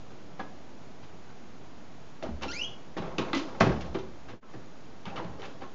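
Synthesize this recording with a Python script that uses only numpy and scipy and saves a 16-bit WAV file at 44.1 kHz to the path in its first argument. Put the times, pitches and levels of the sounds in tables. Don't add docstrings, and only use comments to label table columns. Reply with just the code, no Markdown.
import sys
import numpy as np
from scipy import signal
from scipy.fft import rfft, irfft
from scipy.io import wavfile
from scipy.ndimage import uniform_filter1d

SR = 44100
rng = np.random.default_rng(int(sys.argv[2]) if len(sys.argv) > 2 else 0)


def to_wav(sig):
    pcm = np.clip(np.atleast_2d(sig), -1, 1) * 32767
    pcm = np.round(pcm).astype(np.int16)
    wavfile.write(sys.argv[1], SR, pcm.T)


def amplitude_ratio(level_db):
    exponent = np.asarray(level_db, float) / 20
    return 10 ** exponent


N = 253154


def unit(x):
    return x / np.sqrt(np.mean(x ** 2))


def peak(x, db):
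    return x * amplitude_ratio(db) / np.abs(x).max()


def band(x, lo_hz, hi_hz):
    return signal.sosfilt(signal.butter(2, [lo_hz, hi_hz], "bandpass", fs=SR, output="sos"), x)


def colour(x, points):
    hz, db = np.transpose(points)
    f = np.arange(len(x) // 2 + 1) * SR / len(x) + 1
    return irfft(rfft(x) * amplitude_ratio(np.interp(np.log(f), np.log(hz), db)), len(x))


def walk(rate_hz):
    hold = int(SR / rate_hz)
    levels = np.repeat(rng.standard_normal(N // hold + 1), hold)
    return uniform_filter1d(uniform_filter1d(levels, hold), hold)[:N]


# frequency in Hz, density in dB per Hz.
HOUSE_SPECTRUM = [(18, -52), (30, -13.5), (101, -2), (161, -1), (292, -2), (313, -4), (368, -5.5),
                  (582, -9), (624, -7), (1530, -16.5), (1760, -18.5), (6510, -28), (7300, -28.5),
                  (9490, -44), (16100, -120)]


def house():
    noise = colour(rng.standard_normal(N), [(5, -71)] + list(HOUSE_SPECTRUM))
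    low = signal.sosfilt(signal.butter(2, 900, fs=SR, output="sos"), noise)
    wander = amplitude_ratio(0.5 * walk(1) + 1.3 * walk(24))
    whine_hz, whine_db, house_db = 6700, -78.5, -50.5
    whine = unit(band(rng.standard_normal(N), 0.97 * whine_hz, 1.03 * whine_hz)) * amplitude_ratio(whine_db)
    return unit(noise + low * (wander - 1)) * amplitude_ratio(house_db) + whine


# frequency in Hz, reverberation time t60 in seconds.
ROOM_DECAY = [(60, 1), (250, 0.54), (1000, 0.37), (3000, 0.35), (7000, 0.43)]


def room(x):
    reverb_db, onset_s = -8.5, 0.0023
    t, tail = np.arange(SR // 2) / SR, 0
    decay_hz, decay_s = np.transpose(ROOM_DECAY)
    for hz in 45 * 2 ** np.arange(0, 8.0):
        t60 = np.interp(np.log(hz), np.log(decay_hz), decay_s)
        octave = band(rng.standard_normal(len(t)), hz / 2 ** 0.5, hz * 2 ** 0.5)
        tail = tail + octave * np.exp(-np.log(1000) * t / t60)
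    tail = tail * np.clip(t / onset_s, 0, 1)
    tail = tail / np.sqrt(np.sum(tail ** 2))
    return x + amplitude_ratio(reverb_db) * signal.fftconvolve(x, tail)[:N]


# start in seconds, hold in seconds, level in dB, tilt in dB, fade in dB per second.
DRAGS = [
    (2.211, 0.0062, -39.5, -6.5, 403),
    (2.402, 0.25, -45.5, 1, 54.5),
    (2.975, 0.045, -40.5, -5, 84),
    (3.211, 0.61, -38, 3, 88.5),
    (5.076, 0.059, -43, -3.2, 40),
    (5.36, 0.074, -44.5, 7, 77),
]


def drag():
    attack_s = 0.048
    out, t = 0, np.arange(N) / SR
    grains = unit(rng.standard_normal(N) * amplitude_ratio(1.7 * walk(200)))
    rumble, rustle = unit(band(grains, 140, 850)), unit(band(grains, 720, 4500))
    for start_s, hold_s, db, tilt_db, fade in DRAGS:
        age = t - start_s
        rise = np.clip(age / attack_s, 0, 1)
        gain = rise * amplitude_ratio(db - 5.5 - fade * np.clip(age - attack_s - hold_s, 0, 2))
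        out = out + gain * (rumble * amplitude_ratio(-tilt_db) + rustle * amplitude_ratio(tilt_db - 22))
    return out


def mode(push, hz, t60):
    t = np.arange(len(push)) / SR
    ringing = np.sin(2 * np.pi * hz * t) * np.exp(-np.log(1000) * t / t60)
    return signal.fftconvolve(push, ringing)[:len(t)]


def rings(rows, t60, swell_ms, split):
    out, t = np.zeros(N + SR), np.arange(SR // 2) / SR
    middle_hz = np.median([row[2] for row in rows])
    for start_s, db, hz in rows:
        decay_s = t60 * (middle_hz / hz) ** 0.3
        roughness = 1 + 0.5 * rng.standard_normal(len(t))
        push = roughness * np.sin(2 * np.pi * hz * t) * np.exp(-1000 * t / swell_ms)
        twin_hz = hz * (1 + split * rng.uniform(-1.41, 1))
        pair = mode(push, hz, decay_s) + 0.94 * mode(push, twin_hz, decay_s)
        start = int(start_s * SR)
        out[start:start + len(t)] += peak(pair, db - 3)
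    return out[:N]


# start in seconds, peak level in dB, pitch in Hz.
PUFFS = [
    (2.239, -53, 40.4),
    (3.049, -42, 40.4),
    (3.299, -46.5, 40.4),
    (3.605, -35, 40.4),
    (3.849, -44.5, 64),
    (4.199, -49, 59.2),
    (5.099, -48, 45.8),
    (5.279, -45.5, 70.0),
    (5.649, -61, 40.4),
]


def air_puffs():
    return rings(PUFFS, t60=0.19, swell_ms=26, split=0.3)


# start in seconds, peak level in dB, pitch in Hz.
PLATE = [
    (.397, -33.5, 1690),
    (.40, -46.5, 3370),
    (1.29, -50, 1495),
]


def switch_plate():
    return rings(PLATE, t60=0.058, swell_ms=2.4, split=0.03)


# start in seconds, peak level in dB, pitch in Hz.
PINGS = [(.394, -29.5, 755), (.399, -55, 4750), (2.236, -26, 619), (3.183, -25.5, 2460), (3.184, -32, 3720),
         (3.333, -30, 4070), (3.333, -28.5, 1130), (3.339, -28.5, 1990), (3.607, -19.5, 1111),
         (3.608, -16, 768), (3.611, -24.5, 1460), (5.054, -43, 3250), (5.10, -44.5, 2600),
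         (5.165, -41, 2980), (5.175, -29.5, 1222), (5.197, -29, 990), (5.445, -43, 2600), (5.615, -37, 773),
         (5.635, -40.5, 1140)]


def metal_pings():
    return rings(PINGS, t60=0.034, swell_ms=2.3, split=0.07)


# start in seconds, peak level in dB, pitch in Hz.
DRUMS = [(0.409, -40, 274), (2.248, -30.5, 268), (2.288, -27.5, 231), (2.459, -30.5, 270),
         (2.999, -29, 189.4), (3.181, -31, 289), (3.191, -32, 454), (3.334, -20.5, 322),
         (3.363, -18, 280.5), (3.409, -34, 333), (3.611, -17, 224.4), (3.669, -26, 194), (3.949, -23, 386),
         (3.989, -32.5, 381), (5.07, -33, 199), (5.249, -31.5, 173.5), (5.394, -33, 447)]


def panel_drums():
    return rings(DRUMS, t60=0.088, swell_ms=4.6, split=0.23)


# start in seconds, peak level in dB, pitch in Hz.
BOOMS = [(2.251, -40.5, 73), (2.309, -32, 71.6), (2.992, -38.5, 90), (3.059, -49, 97.04), (3.181, -37, 130),
         (3.338, -51.5, 79), (3.606, -24.5, 106.2), (3.65, -23.5, 136.3), (3.698, -26.5, 64),
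         (3.757, -35, 70), (4.299, -42.5, 101), (4.541, -42, 118.3), (5.058, -42.5, 109),
         (5.169, -41, 125.4), (5.26, -39, 137.7)]


def leaf_booms():
    return rings(BOOMS, t60=0.27, swell_ms=10, split=0.16)


# frequency in Hz, swell in dB, width in Hz.
HINGE_PEAKS = [(1370, -2, 16), (2410, 9.5, 54), (2740, 8, 73), (2945, 12, 54), (3190, 9.5, 69)]


def hinge(rows, fall_db, waver, flutter_db, haze):
    s, *columns = np.transpose(rows)
    t = np.arange(N) / SR
    slip_hz, db = (np.interp(t, s, column) for column in columns)
    phase = 2 * np.pi * np.cumsum(slip_hz * (1 + waver * walk(700))) / SR
    swell_db = 0
    for at_hz, rise_db, width_hz in HINGE_PEAKS:
        swell_db = swell_db + rise_db * np.exp(-((slip_hz - at_hz) / width_hz) ** 2 / 2)
    grit = 1 + haze * walk(1500)
    overtones = 0
    for k in range(1, 6):
        level = amplitude_ratio(db + k * fall_db + flutter_db * walk(150))
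        overtones = overtones + level * np.sin((k + 1) * phase)
    lowest = amplitude_ratio(db + swell_db + flutter_db * walk(120)) * np.sin(phase)
    moving = (t > s[0]) * (t < s[-1])
    return band((lowest + overtones * grit) * moving, 220, 5800)


# time in seconds, slip rate in Hz, level in dB.
GROAN = [
    (2.432, 1050, -50),
    (2.441, 900, -38),
    (2.468, 330, -39),
    (2.485, 280, -52),
]


def hinge_groan():
    return hinge(GROAN, fall_db=-14, waver=0.03, flutter_db=1.5, haze=0.3)


# time in seconds, slip rate in Hz, level in dB.
SQUEAK = [
    (2.472, 1534, -64),
    (2.484, 1343, -43.5),
    (2.513, 1435, -41),
    (2.534, 2033, -41.5),
    (2.588, 2600, -41),
    (2.648, 3227, -44),
    (2.69, 3457, -50),
    (2.73, 3350, -65),
    (2.83, 3320, -75.5),
]


def hinge_squeak():
    grip_lost_s, fade_s = 2.646, 0.026
    fall_db = np.interp(np.arange(N) / SR, [grip_lost_s, grip_lost_s + fade_s], [-2, -30])
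    return hinge(SQUEAK, fall_db, waver=0.012, flutter_db=3.5, haze=0.6)


def cluster(push, lo_hz, hi_hz, t60):
    keep = np.exp(-np.log(1e6) / (t60 * SR))
    power = signal.lfilter([1], [1, -keep], push ** 2)
    return band(rng.standard_normal(len(push)) * np.sqrt(power), lo_hz, hi_hz)


def rebounds(bounces):
    return [(start_s + k * gap_ms / 1000, db - k * 3.5, hard_db)
            for start_s, db, hard_db, gap_ms in bounces for k in range(3)]


def contacts(hits, panel_db, tick_db, sheen_db, scatter_ms, thinning, dryness=1):
    out, t = np.zeros(N + SR), np.arange(SR // 3) / SR
    for start_s, db, hard_db in hits:
        age = 1000 * t / scatter_ms
        push = rng.standard_normal(len(t)) ** 3 * np.exp(-age) * np.clip(11 * age + 0.16, 0, 1)
        clusters = [
            (150, 461, 0.13, panel_db - thinning * hard_db - 0.5),
            (447, 1440, 0.063, 0),
            (1860, 3740, 0.071, tick_db + hard_db),
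            (3500, 6700, 0.042, sheen_db + hard_db)]
        start = int(start_s * SR)
        for lo_hz, hi_hz, t60, part_db in clusters:
            part = cluster(push, lo_hz, hi_hz, t60 * dryness)
            out[start:start + len(t)] += peak(part, db - 3 + part_db)
    return out[:N]


# start in seconds, peak level in dB, hardness in dB.
BATTEN_HITS = [
    (2.448, -33.5, -4),
    (3.479, -34.5, -3),
    (3.545, -33, -2),
    (5.426, -31.5, 12),
    (5.489, -47, 11),
]
# start in seconds, first peak in dB, hardness in dB, gap in ms.
BATTEN_BOUNCES = [(3.209, -25.5, 3, 35.7)]


def door_stop():
    return contacts(list(BATTEN_HITS) + rebounds(BATTEN_BOUNCES), panel_db=-11.5, tick_db=-19.5,
                    sheen_db=-36, scatter_ms=12.5, thinning=0.8)


# start in seconds, peak level in dB, hardness in dB.
HOLLOW_HITS = [(0.104, -44.5, 5), (0.439, -52, 1), (2.271, -57, -3), (2.301, -57, -9), (3.624, -26, -10),
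               (3.946, -28, 1.1), (4.029, -47, -8), (4.33, -39.5, -6), (4.532, -40, 1)]
# start in seconds, first peak in dB, hardness in dB, gap in ms.
HOLLOW_BOUNCES = [
    (3.664, -22.5, 0.1, 27.09),
    (5.195, -36, 0.077, 27.15),
]


def hollow_bumps():
    return contacts(list(HOLLOW_HITS) + rebounds(HOLLOW_BOUNCES), panel_db=6, tick_db=-13.5,
                    sheen_db=-23, scatter_ms=9.5, thinning=0.55)


# start in seconds, peak level in dB, hardness in dB.
METAL_HITS = [(1.028, -44, 0), (2.227, -44, 9), (2.42, -30, 0.7), (2.432, -29.5, 1.5), (2.969, -28.5, -4),
              (3.182, -20.5, -4), (3.419, -36.5, -1.5), (3.602, -22, 6), (3.808, -40.5, 7),
              (3.984, -39.5, 1.7), (5.393, -43, 0), (5.45, -41, 3.5)]
# start in seconds, first peak in dB, hardness in dB, gap in ms.
METAL_BOUNCES = [(3.344, -25.5, 4.4, 22.91)]


def metal_rattle():
    return contacts(list(METAL_HITS) + rebounds(METAL_BOUNCES), panel_db=-7, tick_db=-3.5,
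                    sheen_db=-8, scatter_ms=9.5, thinning=2.1)


# start in seconds, peak level in dB, hardness in dB.
SNAPS = [(2.225, -27, -5.3), (2.432, -30, 10.5), (2.967, -31.5, -8.5), (3.182, -20.5, 6.3),
         (3.331, -17, 1.8), (3.607, -12.5, -6.5), (3.807, -38, 3), (4.305, -39, -4.5), (5.054, -32.5, 5),
         (5.158, -33, 1.5), (5.246, -38, 4), (5.418, -34, 5.5), (5.620, -49, -10)]


def latch_snaps():
    return contacts(SNAPS, panel_db=-24.5, tick_db=-4.5, sheen_db=-16.5, scatter_ms=1,
                    thinning=3.7, dryness=0.26)


# start in seconds, peak level in dB, hardness in dB.
WOOD_HITS = [(0.177, -57, 7), (1.297, -48, -9), (2.239, -43, -17), (2.978, -28.5, 3), (3.331, -26.5, 5),
             (3.605, -10, 1.2), (3.644, -23.5, -3), (3.941, -30, 3), (4.425, -33, -10), (5.161, -30, 6.5),
             (5.175, -26.5, -1), (5.267, -41, -6), (5.328, -45.5, 0)]
# start in seconds, peak level in dB, hardness in dB.
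FIRST_TOUCHES = [
    (0.391, -38, 6),
    (2.411, -38, 5),
    (3.329, -34.5, 3.5),
    (5.607, -43, 6),
]
# start in seconds, first peak in dB, hardness in dB, gap in ms.
WOOD_BOUNCES = [(0.393, -30, -5.5, 6.5), (3.019, -34, 2, 47), (3.758, -35, 5, 44), (4.282, -36, 5, 15),
                (5.057, -32, 3, 20), (5.618, -34, -2, 12.5)]


def wood_knocks():
    hits = list(WOOD_HITS) + list(FIRST_TOUCHES) + rebounds(WOOD_BOUNCES)
    return contacts(hits, panel_db=-5.5, tick_db=-10.5, sheen_db=-24.5, scatter_ms=8, thinning=0.3)


def scene():
    friction = drag() + hinge_groan() + hinge_squeak()
    tones = air_puffs() + switch_plate() + metal_pings() + panel_drums() + leaf_booms()
    clatter = door_stop() + hollow_bumps() + metal_rattle() + latch_snaps() + wood_knocks()
    return (room(friction + tones + clatter) + house())[None]


def top_cut(x):
    return signal.sosfilt(signal.butter(12, 8020, fs=SR, output="sos"), x)


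# time in seconds, gain as a ratio.
FADE = [
    (4.31, 1.0),
    (4.406, 0.011),
    (4.414, 0.089),
    (4.51, 1.0),
]


def record(dry):
    top_hz, offset = 7510, 0.0114
    cut = signal.sosfilt(signal.cheby2(10, 60, top_hz * 1.16, fs=SR, output="sos"), dry)
    s, gain = np.transpose(FADE)
    mix = (cut + offset) * np.interp(np.arange(N) / SR, s, gain)
    return top_cut(mix)


dry = scene()
out = record(dry)
to_wav(out)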